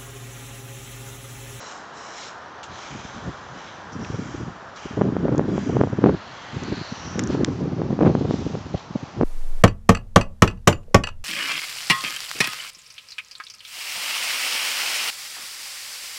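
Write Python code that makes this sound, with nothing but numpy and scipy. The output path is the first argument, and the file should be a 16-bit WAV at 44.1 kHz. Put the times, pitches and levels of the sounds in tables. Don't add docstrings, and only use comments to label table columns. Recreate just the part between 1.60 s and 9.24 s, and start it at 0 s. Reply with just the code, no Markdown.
import sys
import numpy as np
from scipy import signal
from scipy.fft import rfft, irfft, next_fast_len
from scipy.io import wavfile
from scipy.ndimage import uniform_filter1d, map_coordinates

SR = 44100
rng = np.random.default_rng(int(sys.argv[2]) if len(sys.argv) > 2 else 0)


def generate_wav(sig):
    pcm = np.round(np.clip(np.atleast_2d(sig).T, -1, 1) * 32767).astype(np.int16)
    wavfile.write(sys.argv[1], SR, pcm)


N = 336924
TIME_S = np.arange(N) / SR

# t/s, attack/s, hold/s, release/s, scrape level/dB, spray re scrape/dB
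STROKES = [(0, 0.0022, 0.1, 0.091, -47.5, 1.5), (0.323, .05, 0.26, .05, -51.5, 1.5),
           (0.515, .06, .11, 0.032, -46, -1.5), (1.033, 0.2, .08, .42, -46, -3),
           (1.902, 0.092, 0.12, 0.13, -50.5, -8.5), (2.27, 0.24, 0.26, 0.11, -52, 1),
           (3.145, 0.026, 0.091, 0.13, -49.5, -2), (3.815, .17, 0.067, 0.21, -47.5, -3.5),
           (4.298, 0.68, 0.42, .3, -48, -7.5), (5.665, .05, .02, 0.049, -45, -5),
           (5.775, 0.038, 0.14, 0.11, -63, 4), (6.383, 0.096, 0.12, .12, -52.5, -6.5),
           (6.648, 0.082, .03, 0.33, -48.2, -3), (7.106, 0.066, .02, 0.046, -47, -13),
           (7.295, 0.081, 0.082, .15, -54, -5.5)]
# f/Hz, level/dB
SAND_PUSHED = [(1200, -15), (2300, 3), (2600, -4), (2900, 2), (3550, -7), (4000, 2.5), (4550, -11.5),
               (5300, -0.5), (5800, 0.5), (6250, -7.5), (6700, -0.5), (7100, -8), (7450, -4.5), (8800, -12)]
SAND_PULLED = [(1100, -19.5), (2300, 5.5), (2650, -1.5), (3200, 2.5), (3600, -2), (3950, -2), (4400, -6),
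               (5000, -3.5), (5400, -3), (6200, -1), (6600, -5.5), (6950, -6.5), (8800, -16)]
SAND_TURNED = [(1200, -5), (2300, 5.5), (2600, -1.5), (3000, 0), (3250, 3.5), (3650, -8.5), (3950, -3.5),
               (4350, -11.5), (4850, -1.5), (5250, -5), (5750, 1.5), (6300, -6), (6850, -4.5), (8800, -15)]
SAND_FAR = [(1200, -7), (2200, -1), (2900, 1.5), (3600, -1), (4400, -1.5), (5400, -3.5), (6100, -2.5),
            (7200, -8.5), (8800, -17.5)]
# t/s, level/dB
TREES_ENVELOPE = [(0, -42.5), (3.1, -43.5), (4.2, -43.5), (4.7, -43.5), (5.7, -42.5), (6.0, -45),
                  (7.64, -45.5)]
# f/Hz, level/dB
TREES_BRIGHT = [(25, -33.5), (70, -8.5), (140, -6), (450, -2.5), (800, 1.5), (1100, 1.5), (1500, -0.5),
                (1800, -4), (2200, -15.5), (3200, -15.5), (6000, -24), (8800, -40)]
TREES_DULL = [(25, -20), (150, -3.5), (450, -5.5), (800, 0), (1050, -2.5), (1350, -6.5), (1700, -11.5),
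              (2200, -15), (3200, -19), (6000, -22.5), (8800, -50)]
# t/s, level/dB, decay/s, f/Hz, bandwidth/Hz
BITES = [(0.61, -48, 0.098, 3980, 1800), (0.63, -43, 0.013, 2680, 1600), (1.028, -47.5, 0.033, 6500, 3900),
         (1.029, -42, 0.025, 3200, 2500), (1.09, -53, .18, 3950, 600), (1.17, -53, 0.14, 5460, 600),
         (2.32, -48, .03, 5650, 1500), (2.408, -51.5, 0.081, 5650, 800), (2.446, -33, 0.0054, 2300, 1600),
         (3.158, -48, .03, 4540, 3410), (3.16, -50.5, 0.21, 2960, 547)]
# t/s, hold/s, level/dB
GUSTS = [(1.102, .03, -44), (1.335, .045, -38), (1.572, 0.0089, -38), (1.656, 0.041, -34),
         (1.936, 0.021, -41.5), (2.352, 0.54, -35.5), (3.39, .87, -26.3), (3.63, 0.19, -24),
         (4.19, 0.056, -21.5), (4.31, .1, -30), (4.44, .065, -16.2), (4.949, .22, -32.5), (5.4, 0.16, -38),
         (5.56, 1.174, -27.5), (6.42, .085, -16.3), (6.777, .18, -29.5), (7.001, .14, -34.5),
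         (7.598, 0.047, -23)]
# t/s, level/dB
PUFFS = [(1.356, -30), (1.452, -33), (1.68, -25.5), (2.504, -25.5), (2.544, -23.5), (2.593, -23),
         (2.75, -26), (2.833, -28), (2.882, -27.5), (3.259, -26), (3.312, -31), (3.339, -29.5),
         (3.377, -19), (3.488, -18.5), (3.528, -20.5), (3.655, -17), (3.78, -17), (3.888, -18),
         (4.098, -18), (4.168, -16), (4.331, -18.5), (4.389, -17.5), (4.545, -19.5), (4.969, -25.5),
         (5.124, -19.5), (5.217, -27), (5.324, -26.5), (5.584, -21.5), (5.703, -18.5), (5.75, -16),
         (5.811, -16.5), (5.835, -16), (5.885, -19.5), (6.307, -19), (6.332, -18.5), (6.614, -20),
         (6.653, -18.5), (6.742, -17.5), (6.867, -19.5), (6.952, -22), (7.148, -16.5), (7.309, -31),
         (7.358, -18), (7.434, -26.5)]
# f/Hz, level/dB
RUMBLE = [(20, -27.5), (45, -18), (80, -6.5), (130, 1.5), (270, 0), (400, -6), (560, -14.5), (800, -32.5),
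          (1200, -43), (2500, -74.5)]
TURBULENCE = [(200, -17), (500, -2.5), (800, -4), (1200, -14.5), (1800, -21), (2600, -26), (7000, -49)]
# t/s, level/dB
SLAPS = [(3.413, -4.5), (3.418, -4.5), (3.567, -8.5), (3.683, -9.5), (3.749, -11), (3.795, -4),
         (3.98, -8.5), (4.169, -7.5), (4.213, -2), (4.237, -5), (4.273, -14), (4.441, 0), (4.461, -3.5),
         (4.495, -5), (6.218, -10.5), (6.391, -9.5), (6.408, -9), (6.412, -5.5), (6.433, -8.5), (6.45, -8),
         (6.478, -7.5), (6.552, -5.5), (6.71, -8.5), (6.953, -11.5), (7.612, -3.5), (7.633, -8)]
# t/s, peak level/dB, low-mode gain/dB
CLICKS = [(3.759, -37, -4), (3.78, -24.5, -32), (5.036, -28, -26), (5.5933, -10, -5.5), (5.597, -18.5, 0.5),
          (5.638, -19.5, -25), (5.6739, -21.5, -10.5), (5.847, -5.5, -1)]
# f/Hz, level/dB, T60/s
CASING_MODES = [(1780, 4, 0.0022), (3460, -8, 0.0049), (5630, -9, 0.0059), (6240, -6, 0.004),
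                (6800, -2.5, 0.0025)]
# centre t/s, level/dB, sigma/s, f/Hz, bandwidth/Hz
HISS_SWELLS = [(4.65, -55.5, 0.13, 4180, 900), (4.82, -53.5, 0.16, 3320, 400.5),
               (5.052, -49, 0.49, 1890, 905), (5.204, -45.5, 0.15, 4200, 1000),
               (5.467, -46, 0.13, 5730, 750)]


def amp(db):
    return 10 ** (np.asarray(db) / 20)


def unit(x):
    return x / np.sqrt(np.mean(x ** 2) + 1e-20)


def noise():
    return rng.standard_normal(N)


def wobble(rate_hz):
    return map_coordinates(rng.standard_normal(int(N * rate_hz / SR) + 4), [TIME_S * rate_hz])


def filtered(x, response):
    size = next_fast_len(N + 8192)
    return irfft(rfft(x, size) * response(np.fft.rfftfreq(size, 1 / SR)), size)[:N]


def coloured(x, spectrum):
    knots_hz, db = np.transpose(spectrum)
    return unit(filtered(x, lambda hz: amp(np.interp(np.log(hz + 1), np.log(knots_hz), db))))


def resonant(x, centre_hz, width_hz):
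    def response(hz):
        damping = 1j * hz * width_hz
        return (damping / (centre_hz ** 2 - hz ** 2 + damping)) ** 2
    return unit(filtered(x, response))


def add(track, t_s, sound):
    start = int(np.clip(round(t_s * SR), 0, N - 1))
    track[start:start + len(sound)] += sound[:N - start]


def grains(rate_hz, spread_db):
    return unit(noise() * (rng.random(N) < rate_hz / SR) * amp(spread_db * noise()))


def patchy(x, depth_db):
    bins = signal.stft(x, nperseg=512)[2]
    patches = uniform_filter1d(rng.standard_normal(bins.shape), size=5, axis=0)
    patches = unit(uniform_filter1d(patches, size=30, axis=1))
    return unit(signal.istft(bins * amp(depth_db * patches), nperseg=512)[1][:N])


def rake(trickle_db=-61, trickle_spray_db=-64.5, spray_hz=4700, clump_db=0.25, clump_rate_hz=45):
    scrape_power, spray_power = amp(trickle_db) ** 2, amp(trickle_spray_db) ** 2
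    for t_s, attack_s, hold_s, release_s, db, spray_db in STROKES:
        age_s = TIME_S - t_s
        dig = np.clip(age_s / attack_s, 0, 1)
        ease = np.exp(-np.maximum(age_s - attack_s - hold_s, 0) / release_s)
        pressure = amp(db) * dig * ease
        scrape_power += pressure ** 2
        spray_power += (amp(spray_db) * pressure) ** 2
    poses = [coloured(grains(rate_hz=9000, spread_db=0.5), spectrum)
             for spectrum in (SAND_PUSHED, SAND_PULLED, SAND_TURNED, SAND_FAR)]
    pose_changes_s = [.9, 2.28, 4.4]
    sand = patchy(np.choose(np.searchsorted(pose_changes_s, TIME_S), poses), depth_db=1.4)
    spray = filtered(sand, lambda hz: 1 / (1 + (spray_hz / (hz + 1)) ** 8))
    clumps = amp(clump_db * wobble(clump_rate_hz))
    return clumps * (np.sqrt(scrape_power) * unit(sand - spray) + np.sqrt(spray_power) * unit(spray))


def trees(dull_at_s=5.85, crossfade_s=.04, gain_db=2.0, sway_db=.4):
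    level_db = np.interp(TIME_S, *np.transpose(TREES_ENVELOPE))
    dullness = np.clip((TIME_S - dull_at_s) / crossfade_s + .5, 0, 1)
    bright = np.sqrt(1 - dullness) * coloured(noise(), TREES_BRIGHT)
    dull = np.sqrt(dullness) * coloured(noise(), TREES_DULL)
    return amp(level_db + gain_db + sway_db * wobble(rate_hz=8)) * (bright + dull)


def bites():
    out = np.zeros(N)
    for t_s, db, decay_s, hz, width_hz in BITES:
        age = np.maximum(TIME_S - t_s, 0) / decay_s
        crunch = resonant(grains(rate_hz=9000, spread_db=3), hz, width_hz)
        out += amp(db) * np.tanh(10 * age) * np.exp(-age ** 2) * crunch
    return out


def gusts(rise_s=.024, fall_s=.026, breeze_db=-52, breeze_full_s=1.5, build_db_per_s=15):
    power = amp(breeze_db - build_db_per_s * np.maximum(breeze_full_s - TIME_S, 0)) ** 2
    for t_s, hold_s, db in GUSTS:
        fade = np.maximum(t_s - TIME_S, 0) / rise_s + np.maximum(TIME_S - t_s - hold_s, 0) / fall_s
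        power += (amp(db) * np.exp(-fade)) ** 2
    return np.sqrt(power)


def eddies(wind, sputter_db=6, sputter_rate_hz=90, lull_db=5, lull_rate_hz=70, steady_db=-11):
    lull = np.clip(wobble(lull_rate_hz), 0, 1)
    sputter = unit(amp(sputter_db * np.tanh(1.3 * wobble(sputter_rate_hz)) - lull_db * lull))
    steady = np.clip(wind / amp(steady_db), 0, 1) ** 2
    power = wind ** 2 * (steady + (1 - steady) * sputter ** 2)
    puff = signal.windows.gaussian(round(.03 * SR), std=.0043 * SR)
    for t_s, db in PUFFS:
        add(power, t_s - len(puff) / 2 / SR, (amp(db) * puff) ** 2)
    return np.sqrt(power)


def buffeting(reference_db=-22, tearing_db=-21.5, bass_cut_hz=40):
    force = eddies(gusts())
    strength = force / amp(reference_db)
    swirl = coloured(noise(), RUMBLE)
    swirl_power = uniform_filter1d(uniform_filter1d(swirl ** 2, size=400), size=400)
    swirl = unit(swirl / np.sqrt(np.abs(swirl_power) + 0.067))
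    travel_samples = np.cumsum(np.maximum(strength, .1) ** .17)
    rumble = force * map_coordinates(swirl, [travel_samples], mode="mirror")
    tearing = amp(tearing_db) * force * strength ** 0.99 * coloured(noise(), TURBULENCE)
    return signal.sosfilt(signal.butter(3, bass_cut_hz, "high", fs=SR, output="sos"), rumble + tearing)


def slaps(base_width_ms=.36, blunting_ms_per_db=.008, tip_ms=.14, gain_db=4.9, bass_cut_hz=210):
    out = np.zeros(N)
    lead_s = .01
    offset_ms = (np.arange(round(2 * lead_s * SR)) / SR - lead_s) * 1000
    for t_s, db in SLAPS:
        width_ms = base_width_ms - blunting_ms_per_db * db
        cusp = np.exp(-np.hypot(offset_ms, tip_ms) / width_ms)
        add(out, t_s - lead_s, rng.choice([-1, 1]) * amp(db + gain_db) * cusp / cusp.max())
    return signal.sosfilt(signal.butter(2, bass_cut_hz, "high", fs=SR, output="sos"), out)


def clicks(low_modes_below_hz=4500, scatter_db=1.4, burst_t60_s=.005, attack_s=.00011):
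    out = np.zeros(N)
    age_s = np.arange(SR // 20) / SR
    for t_s, peak_db, low_db in CLICKS:
        ring = np.zeros(len(age_s))
        for hz, mode_db, t60_s in CASING_MODES:
            start_db = mode_db + low_db * (hz < low_modes_below_hz) + rng.normal(0, scatter_db)
            ring += amp(start_db - 60 * age_s / t60_s) * np.sin(2 * np.pi * (hz * age_s + rng.random()))
        burst = 0.24 * amp(-60 * age_s / burst_t60_s) * rng.standard_normal(len(age_s))
        snap = (ring + burst) * (1 - np.exp(-age_s / attack_s))
        add(out, t_s, amp(peak_db) * snap / np.abs(snap).max())
    return out


def hiss():
    out = np.zeros(N)
    for t_s, db, sigma_s, hz, width_hz in HISS_SWELLS:
        swell = np.exp(-.5 * ((TIME_S - t_s) / sigma_s) ** 2)
        out += amp(db) * swell * resonant(noise(), hz, width_hz)
    return out


def scene():
    return (rake() + trees() + bites() + buffeting() + slaps() + clicks() + hiss())[None]


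def record(dry, ceiling=.72, band_limit_hz=8900):
    rounded = dry[0] / (1 + np.abs(dry[0] / ceiling) ** 6) ** (1 / 6)
    faded = rounded * signal.windows.tukey(N, .001)
    response_hz, response_db = [7350, 7950, 8620, 9040], [1.0, -11.0, -11.5, -26.5]
    response = lambda hz: amp(np.interp(hz, response_hz, response_db)) * (hz < band_limit_hz)
    return filtered(faded, response)[None]


dry = scene()
out = record(dry)
generate_wav(out)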